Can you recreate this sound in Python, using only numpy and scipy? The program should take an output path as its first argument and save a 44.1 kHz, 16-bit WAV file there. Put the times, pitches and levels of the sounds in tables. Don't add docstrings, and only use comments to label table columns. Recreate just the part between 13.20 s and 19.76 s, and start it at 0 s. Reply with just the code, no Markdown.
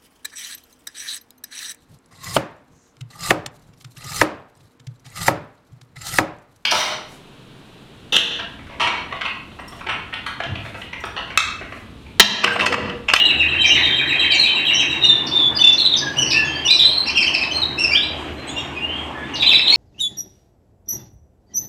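import sys
import numpy as np
from scipy import signal
from scipy.fft import rfft, irfft
from scipy.io import wavfile
from scipy.ndimage import uniform_filter1d, minimum_filter1d

SR = 44100
rng = np.random.default_rng(int(sys.argv[2]) if len(sys.argv) > 2 else 0)


def wav_record(signal):
    frames = np.transpose(np.atleast_2d(signal))
    bounded = np.clip(frames, -1, 1)
    quanta = np.round(bounded * 32767).astype(np.int16)
    wavfile.write(sys.argv[1], SR, quanta)


N = 289296

# start in seconds, length in ms, start pitch in Hz, end pitch in Hz, level in dB.
WHISTLES = [(-.04, 35, 2992, 2812, 2), (-.04, 34.7, 4130, 3770, -13.5), (0.281, 26, 3150, 3070, -20.5),
            (0.361, 192, 3117, 3107, -14), (0.431, 31, 2495, 2326, -10.5), (0.499, 31, 2662, 2953, -6),
            (.525, 83, 3770, 3460, -24), (0.581, 164, 4000, 3570, -15.5), (0.628, 194, 3163, 3163, -17),
            (0.954, 192, 3185, 3090, -16.5), (1.101, 73, 2515, 2204, -16), (1.114, 16.3, 5090, 4080, -17),
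            (1.139, 30, 5300, 6150, -28.5), (1.14, 18, 7500, 6630, -25), (1.173, 35, 4220, 4130, -13.5),
            (1.199, 89, 3990, 3820, -17), (1.24, 31, 2540, 2366, -12), (1.259, 107, 3086, 3065, -17.5),
            (1.48, 158, 2612, 3247, -16), (1.576, 58, 6260, 6230, -31), (1.808, 188, 3748, 3517, -12.5),
            (1.852, 24, 4050, 3940, -13), (1.888, 123, 1792, 1773, -32.5), (2.108, 41, 3476, 3600, -14.5),
            (2.134, 129, 3667, 3436, -10.5), (2.35, 36, 5090, 4730, -14), (2.32, 63, 1730, 1720, -37),
            (2.395, 162, 3501, 3505, -10.5), (2.763, 16.5, 5900, 6050, -21), (2.806, 94, 1722, 1614, -25.5),
            (3.125, 150, 1810, 1707, -24), (3.248, 31, 6490, 6510, -32.5), (3.262, 210, 3150, 3143, -27),
            (3.338, 58, 4170, 4920, -28.5), (3.477, 32, 3305, 3836, -10), (3.498, 27, 3850, 4004, -6.5),
            (3.511, 33, 4780, 6120, -26), (3.522, 8.9, 4260, 4350, -7), (3.581, 26.4, 4010, 3780, -4),
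            (3.585, 52, 3186, 3170, -16.5), (3.635, 68, 3872, 4088, -11.5), (3.7, 51, 4335, 4160, -18),
            (3.688, 25, 3134, 3215, -16), (3.772, 45.5, 4220, 4105, -13), (3.88, 27, 2420, 2450, -20),
            (3.945, 94, 3160, 3090, -19), (4.324, 62, 4180, 4190, -15), (4.413, 27, 4310, 3710, -10),
            (4.717, 91, 1693, 1642, -32), (4.744, 38, 2685, 3560, -6.5), (4.801, 58, 3560, 3970, -21.5),
            (5.16, 57, 4140, 4090, -41.5), (5.55, 53, 2520, 2460, -28.5), (5.592, 76, 2737, 2826, -22),
            (5.674, 140, 2920, 3258, -25), (5.942, 116, 1732, 1687, -35.5), (6.035, 41, 3520, 3550, -41),
            (6.136, 32, 6300, 6070, -34), (6.272, 11, 3050, 3160, -7.5), (6.497, 22, 2560, 2530, -22),
            (6.54, 36, 2515, 2730, -16), (6.465, 130, 3936, 4487, -8.5), (6.502, 46, 6770, 6800, -32),
            (6.505, 19, 5800, 5740, -34), (6.546, 19, 5300, 5320, -16)]
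# pitch in Hz, overtone level against the note in dB.
PURITY = [(1750, -12.5), (2450, -23), (3200, -64), (4000, -30.5), (6200, -46)]
# start in seconds,
# length in ms, top pitch in Hz, end pitch in Hz, level in dB, octave overtone against the note in dB.
HOOKED_CALLS = [(1.831, 30, 2865, 2730, -14, -21.5), (2.383, 25, 3005, 2950, -15, -16),
                (2.427, 20.3, 2707, 2740, -10.5, -20.5), (2.578, 29, 4230, 3270, -8.5, -37),
                (2.641, 26.2, 4050, 3140, -9, -41), (2.716, 30.3, 3745, 3040, -11.5, -40),
                (2.961, 70, 2946, 2717, -13.5, -8), (3.109, 28, 2530, 2130, -19, -3),
                (3.136, 50.5, 2655, 2763, -12, -23), (3.444, 34, 2925, 2600, -13.5, -10.5),
                (3.495, 20.6, 2412, 2370, -14, -5.5), (3.86, 29, 2760, 2190, -19, -0.5),
                (3.894, 18, 3050, 3020, -21, -17), (3.953, 30, 2797, 2280, -15, -11),
                (4.005, 27.6, 2686, 2060, -10.5, -5), (4.064, 20, 3150, 2520, -10.5, -23),
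                (4.129, 27, 2694, 1880, -18, -1.5), (4.18, 18.5, 2420, 1810, -25, -5),
                (4.209, 30, 2616, 1730, -14, -6), (4.305, 21.7, 3060, 3090, -15, -16.5),
                (4.576, 74, 2754, 2555, -13.5, -3), (4.709, 31.6, 2357, 2393, -12.5, -7),
                (5.268, 18, 4036, 4100, -33, -3), (5.271, 50, 3375, 3770, -31.5, -6),
                (5.353, 35.6, 2810, 2730, -24.5, -16.5), (5.364, 37, 3650, 3660, -26, -14),
                (5.372, 49, 3260, 3260, -27.5, -26), (6.135, 27, 2870, 2830, -21.5, -17),
                (6.197, 35, 3896, 3060, -10, -33), (6.252, 41.5, 3990, 3180, -11, -40),
                (6.307, 29.7, 2646, 2050, -13, -16.5), (6.33, 34.4, 3930, 3220, -9, -47),
                (6.374, 24.4, 2645, 1890, -14.5, -12), (6.389, 73, 3930, 3450, -19.5, -31),
                (6.452, 33, 3816, 2784, -10, -42), (6.52, 23, 2246, 2440, -16.5, -10)]
# start in seconds, start pitch in Hz, end pitch in Hz, level in dB.
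CHIPS = [(-.037, 2585, 1480, -5.5), (-.03, 3720, 2930, 6), (.443, 4850, 6300, -31),
         (.475, 4920, 6550, -14.5), (.55, 2570, 1890, -1), (.66, 2510, 1800, -7), (0.856, 2240, 1700, -9.5),
         (0.46, 6300, 4700, -19), (1.267, 3850, 3100, -8), (1.451, 3270, 3110, -3.5),
         (1.534, 5700, 6220, -19), (1.545, 5710, 5630, -11), (1.604, 6150, 4700, -27),
         (2.066, 5930, 4070, -10.5), (2.365, 4120, 4760, -12), (2.526, 6850, 3670, -19.5),
         (2.771, 5630, 4100, -13), (3.068, 4300, 4830, -21), (3.103, 5850, 2730, -8.5),
         (3.492, 4320, 5530, -21), (3.545, 5860, 4410, -13), (3.574, 5520, 4340, -14),
         (3.611, 5840, 4400, -27), (3.842, 4400, 4960, -19), (3.592, 3220, 3910, 0.5),
         (6.146, 6500, 3570, -29), (6.153, 5590, 2660, -11.5), (6.177, 4720, 4200, -31),
         (6.218, 3950, 3200, -2), (6.222, 5380, 4300, -16), (6.222, 3170, 1920, -5), (6.286, 3870, 2920, 2)]
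# delay in ms, length in ms, start pitch in Hz,
# middle pitch in Hz, end pitch in Hz, level in dB before the trill's changing level,
# octave overtone against the note in dB.
SYLLABLE = [(0, 34, 3950, 3840, 3780, 1.5, -25), (20, 18, 3650, 3350, 3000, -16, -40),
            (28, 40, 2950, 2600, 2430, 0.5, -46), (59, 15, 2450, 2050, 1400, -16, -20)]
# time in seconds,
# whistle in dB, slide and glide in dB, drop in dB.
ROLL_LEVELS = [(.05, -13.5, -10, -2), (0.281, -21.5, -11.5, 1.5), (0.399, -13.5, -15, -5),
               (.52, -15, -24, 4), (0.639, -26, -25, 2), (.8, -12.5, -11, -4), (.93, -15, -14.5, 4.5),
               (1.22, -16, -12, -4.5), (1.55, -18, -9, 1.5), (1.7, -16, -23, -5.5)]
# pitch in Hz, seconds to fall by 60 dB.
ROOM_T60 = [(1500, 0.74), (4000, 0.54), (9000, 0.48)]
# pitch in Hz, relative density in dB per Hz.
RUSH_COLOUR = [(22, -41.5), (64, -8.5), (105, -15.5), (190, -4), (310, 0.5), (480, -8), (850, -1.5),
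               (1300, -9.5), (2700, -9), (4500, -48.5), (6000, -33.5), (8000, -40.5), (10500, -65),
               (15000, -62.5)]
# pitch in Hz, width in Hz, level before the swell in dB.
DRONE_HUMS = [(77, 3.6, -43), (135.7, 9.4, -42), (311, 59, -38.5)]
# time in seconds, lowest hum in dB, upper hums in dB.
DRONE_SWELL = [(0, -38, -36), (.7, -35.5, -31.5), (1.3, -46.5, -38.5), (2.15, -42, -28.5),
               (2.7, -47.5, -37), (3.099, -42.5, -26.5), (3.75, -44, -39), (4.4, -38, -34.5),
               (5.2, -37, -32.5), (6.56, -45.5, -39.5)]
# start in seconds, peak before the high-pass in dB.
TICKS = [(4.986, -70), (5.035, -83), (5.1374, -48)]
# pitch in Hz, gain in dB.
MICROPHONE = [(6500, 0), (8200, 1), (9800, -4.5), (11800, 0.5), (15300, -2)]

GLIDE_LEFT = .33
SCOOP, SCOOP_PER_FALL = 0.0523, 0.29
HOOK_LATE, HOOK_FADE_MS = 1.426, 2.73
CHIP_MS, CHIP_HZ_PER_MS = 6.0, 630
ROLL_START_S, ROLL_PERIOD_S, ROLL_SYLLABLES = .0467, .1177, 15
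ROLL_UNEVEN_DB, ROLL_UNEVEN_PITCH = 1.5, 0.0262
ROLL_SLIP_MS = 1.2

QUIVER_PITCH, QUIVER_DB, QUIVER_HZ = 0.0078, 3.5, 98
THIRD_DB, FOURTH_DB = -26, -34.5
OCTAVE_GROWS_DB = 14
HALF_DB = -28
BREATH_DB, BREATH_HELD, PUFF_MS = -30, 0.092, 4.0
EDGE_MS = 29.6

DIRECT_DB, ROOM_DB = -3, 4.5
ROLL_FARTHER_DB, CHIP_FARTHER_DB = -4, -8
EARLY_DB, EARLY_S = -6.5, 0.025
ECHO_DB, ECHO_FIRST_S, ECHO_LAST_S = -11, .012, .045

RUSH_DB = -32.5
TREBLE_DRIFT_FROM_HZ, TREBLE_DRIFT_DB = 6000, 4
TICK_HZ, TICK_MS = 8000, 2.8

LOPSIDED_DB, SQUEEZE_DB = -23.5, -28.5
LIMIT_MS = 20
CUTOFF_HZ = 15900


def from_db(db):
    return 10 ** (np.asarray(db) / 20)


def rms_one(x):
    return x / np.sqrt(np.mean(x ** 2) + 1e-20)


def at_hz(points, hz):
    table_hz, values = np.transpose(points)
    return np.interp(np.log(hz), np.log(table_hz), values)


def drift(rate_hz):
    r = np.exp(-80 * np.pi * rate_hz / SR)
    noise = rng.standard_normal(N // 40 + 2002)
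    slow = signal.lfilter([1], [1, -2 * r, r * r], noise)[2000:]
    return np.interp(np.arange(N) / 40, np.arange(len(slow)), rms_one(slow))


def band_noise(white, low_hz, high_hz):
    return signal.sosfilt(signal.butter(2, [low_hz, high_hz], "band", fs=SR, output="sos"), white)


def song():
    rows = []
    for s, ms, start, end, db in WHISTLES:
        middle = end + GLIDE_LEFT * (start - end)
        rows.append((s, ms, start, middle, end, db, at_hz(PURITY, end), False))
    for s, ms, top, end, db, octave_db in HOOKED_CALLS:
        start = (1 - SCOOP) * top - SCOOP_PER_FALL * max(top - end, 0)
        rows.append((s, ms, start, top, end, db, octave_db, True))
    return sorted(rows)


def chips():
    rows = []
    for s, start, end, db in CHIPS:
        ms = CHIP_MS + abs(start - end) / CHIP_HZ_PER_MS
        middle = (start + end) / 2
        rows.append((s, ms, start, middle, end, db, at_hz(PURITY, middle), False))
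    return rows


def roll():
    rows = []
    at, whistle_db, glide_db, drop_db = np.transpose(ROLL_LEVELS)
    part_levels = (whistle_db, glide_db, glide_db, drop_db)
    chance = rng.standard_normal((ROLL_SYLLABLES, 5))
    for k, (detune, *uneven) in enumerate(chance):
        s = ROLL_START_S + k * ROLL_PERIOD_S
        for part, part_level, odd in zip(SYLLABLE, part_levels, uneven):
            delay, ms, start, middle, end, db, octave_db = part
            level_db = db + np.interp(s, at, part_level) + ROLL_UNEVEN_DB * odd
            if delay > 0:
                delay = delay - k * ROLL_SLIP_MS
                bend = 1 + ROLL_UNEVEN_PITCH * detune
                middle, end = middle * bend, end * bend
            rows.append((s + delay / 1000, ms, start, middle, end, level_db, octave_db, False))
    return rows


def note(length_ms, start_hz, middle_hz, end_hz, level_db, octave_db, hooked, air, quiver):
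    u = np.linspace(0, 1, int(length_ms * SR / 1000))
    air, quiver = air[:len(u)], quiver[:len(u)]
    v = np.where(hooked & (u > .5), .5 + .5 * np.abs(2 * u - 1) ** HOOK_LATE, u)
    hz = 2 * start_hz * (v - .5) * (v - 1) - 4 * middle_hz * v * (v - 1) + 2 * end_hz * v * (v - .5)
    turn = 2 * np.pi * np.cumsum(hz * (1 + QUIVER_PITCH * quiver)) / SR

    octave = from_db(octave_db + OCTAVE_GROWS_DB * (u - .5)) * np.sin(2 * turn)
    third = from_db(THIRD_DB + octave_db / 2) * np.sin(3 * turn)
    fourth = from_db(FOURTH_DB + octave_db / 2) * np.sin(4 * turn) * (hz < SR / 8)
    halves = from_db(HALF_DB + octave_db) * (np.sin(3 * turn / 2) + np.sin(5 * turn / 2))
    tone = np.sin(turn) + octave + third + fourth + halves

    rise = max(length_ms / EDGE_MS, 2)
    fade = max(length_ms / (HOOK_FADE_MS if hooked else EDGE_MS), 2)
    edges = np.minimum(np.minimum(u * rise, (1 - u) * fade), 1)
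    swell = np.sin(np.pi / 2 * edges) ** .8 * from_db(QUIVER_DB * quiver)
    puff = air * (BREATH_HELD + np.exp(-u * length_ms / PUFF_MS))
    return from_db(level_db) * swell * (tone + from_db(BREATH_DB) * puff)


def birds(count):
    out = np.zeros((count, N + 2 * SR))
    air = rng.standard_normal(N + 2 * SR)
    quiver = np.pad(drift(QUIVER_HZ), SR, mode="reflect")
    dealt = [(k % (count - 4), row) for k, row in enumerate(song())]
    dealt += [(-1 - k % 2, row) for k, row in enumerate(roll())]
    dealt += [(-3 - k % 2, row) for k, row in enumerate(chips())]
    for place, (s, *shape) in dealt:
        at = int((s + 1) * SR)
        sound = note(*shape, air[at:], quiver[at:])
        out[place, at:at + len(sound)] += sound
    return out


def room(places):
    t = np.arange(int(.7 * SR)) / SR
    edges = np.geomspace(900, 18000, 8)
    white = rng.standard_normal((len(places), len(t)))
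    tails = 0
    for low, high in zip(edges, edges[1:]):
        t60 = at_hz(ROOM_T60, np.sqrt(low * high))
        even_energy = np.sqrt(2 * np.log(1000) / t60 / SR)
        tails = tails + band_noise(white, low, high) * from_db(-60 * t / t60) * even_energy
    thicken = 1 - np.exp(-t / 0.0017)
    tails = tails * thicken * (1 + from_db(EARLY_DB) * np.exp(-t / EARLY_S))
    echoes = (rng.uniform(ECHO_FIRST_S, ECHO_LAST_S, (len(places), 3)) * SR).astype(int)
    np.put_along_axis(tails, echoes, from_db(ECHO_DB + DIRECT_DB - ROOM_DB), axis=1)
    wet = signal.fftconvolve(places, tails, axes=1)[:, :places.shape[1]]
    farther_db = np.r_[np.zeros(len(places) - 4), [CHIP_FARTHER_DB] * 2, [ROLL_FARTHER_DB] * 2]
    direct = from_db(DIRECT_DB + farther_db)[:, None] * places
    return (direct + from_db(ROOM_DB) * wet).sum(axis=0)[SR:SR + N]


def rush(patchy_db):
    out = 0
    edges = 25 * 2 ** np.arange(0, 9.6, .5)
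    white = rng.standard_normal((2, N))
    treble_drift_db = TREBLE_DRIFT_DB * drift(3.0)
    for k, (low, high) in enumerate(zip(edges, edges[1:])):
        level_db = at_hz(RUSH_COLOUR, np.sqrt(low * high)) + patchy_db * drift(6.2)
        level_db = level_db + treble_drift_db * (low > TREBLE_DRIFT_FROM_HZ)
        out = out + band_noise(white[k % 2], low, high) * from_db(level_db)
    return from_db(RUSH_DB) * rms_one(out)


def drone():
    out = 0
    s, low_db, upper_db = np.transpose(DRONE_SWELL)
    for (hz, width, level_db), swell_db in zip(DRONE_HUMS, (low_db, upper_db, upper_db)):
        r = np.exp(-np.pi * width / SR)
        resonance = [1, -2 * r * np.cos(2 * np.pi * hz / SR), r * r]
        hum = signal.lfilter([1, 0, -1], resonance, rng.standard_normal(N))
        swell = np.interp(np.arange(N) / SR, s, swell_db - swell_db.mean())
        out = out + rms_one(hum) * from_db(level_db + swell + 1.0 * drift(1.4))
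    return out


def ticks():
    t = np.arange(N) / SR
    bursts = 0
    for s, db in TICKS:
        bursts = bursts + from_db(db) * (t > s) * np.exp(-np.maximum(t - s, 0) * 1000 / TICK_MS)
    high_pass = signal.butter(4, TICK_HZ, "high", fs=SR, output="sos")
    return signal.sosfilt(high_pass, bursts * rng.standard_normal(N) + 1e-18)


def scene():
    return (room(birds(count=10)) + rush(patchy_db=2.5) + drone() + ticks())[None]


def record(dry):
    hz = np.arange(1, N // 2 + 2) * SR / N
    coloured = irfft(rfft(dry) * from_db(at_hz(MICROPHONE, hz)), N)
    square = signal.lfilter([1, -1], [1, -.97], coloured ** 2)
    bent = coloured + from_db(LOPSIDED_DB) * square - from_db(SQUEEZE_DB) * coloured ** 3
    span = int(LIMIT_MS * SR / 1000)
    room_left = minimum_filter1d(1 / np.maximum(np.abs(bent), 1), 2 * span + 1)
    limited = bent * uniform_filter1d(room_left, span)
    return signal.sosfilt(signal.cheby2(24, 70, CUTOFF_HZ, fs=SR, output="sos"), limited)


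dry = scene()
out = record(dry)
wav_record(out)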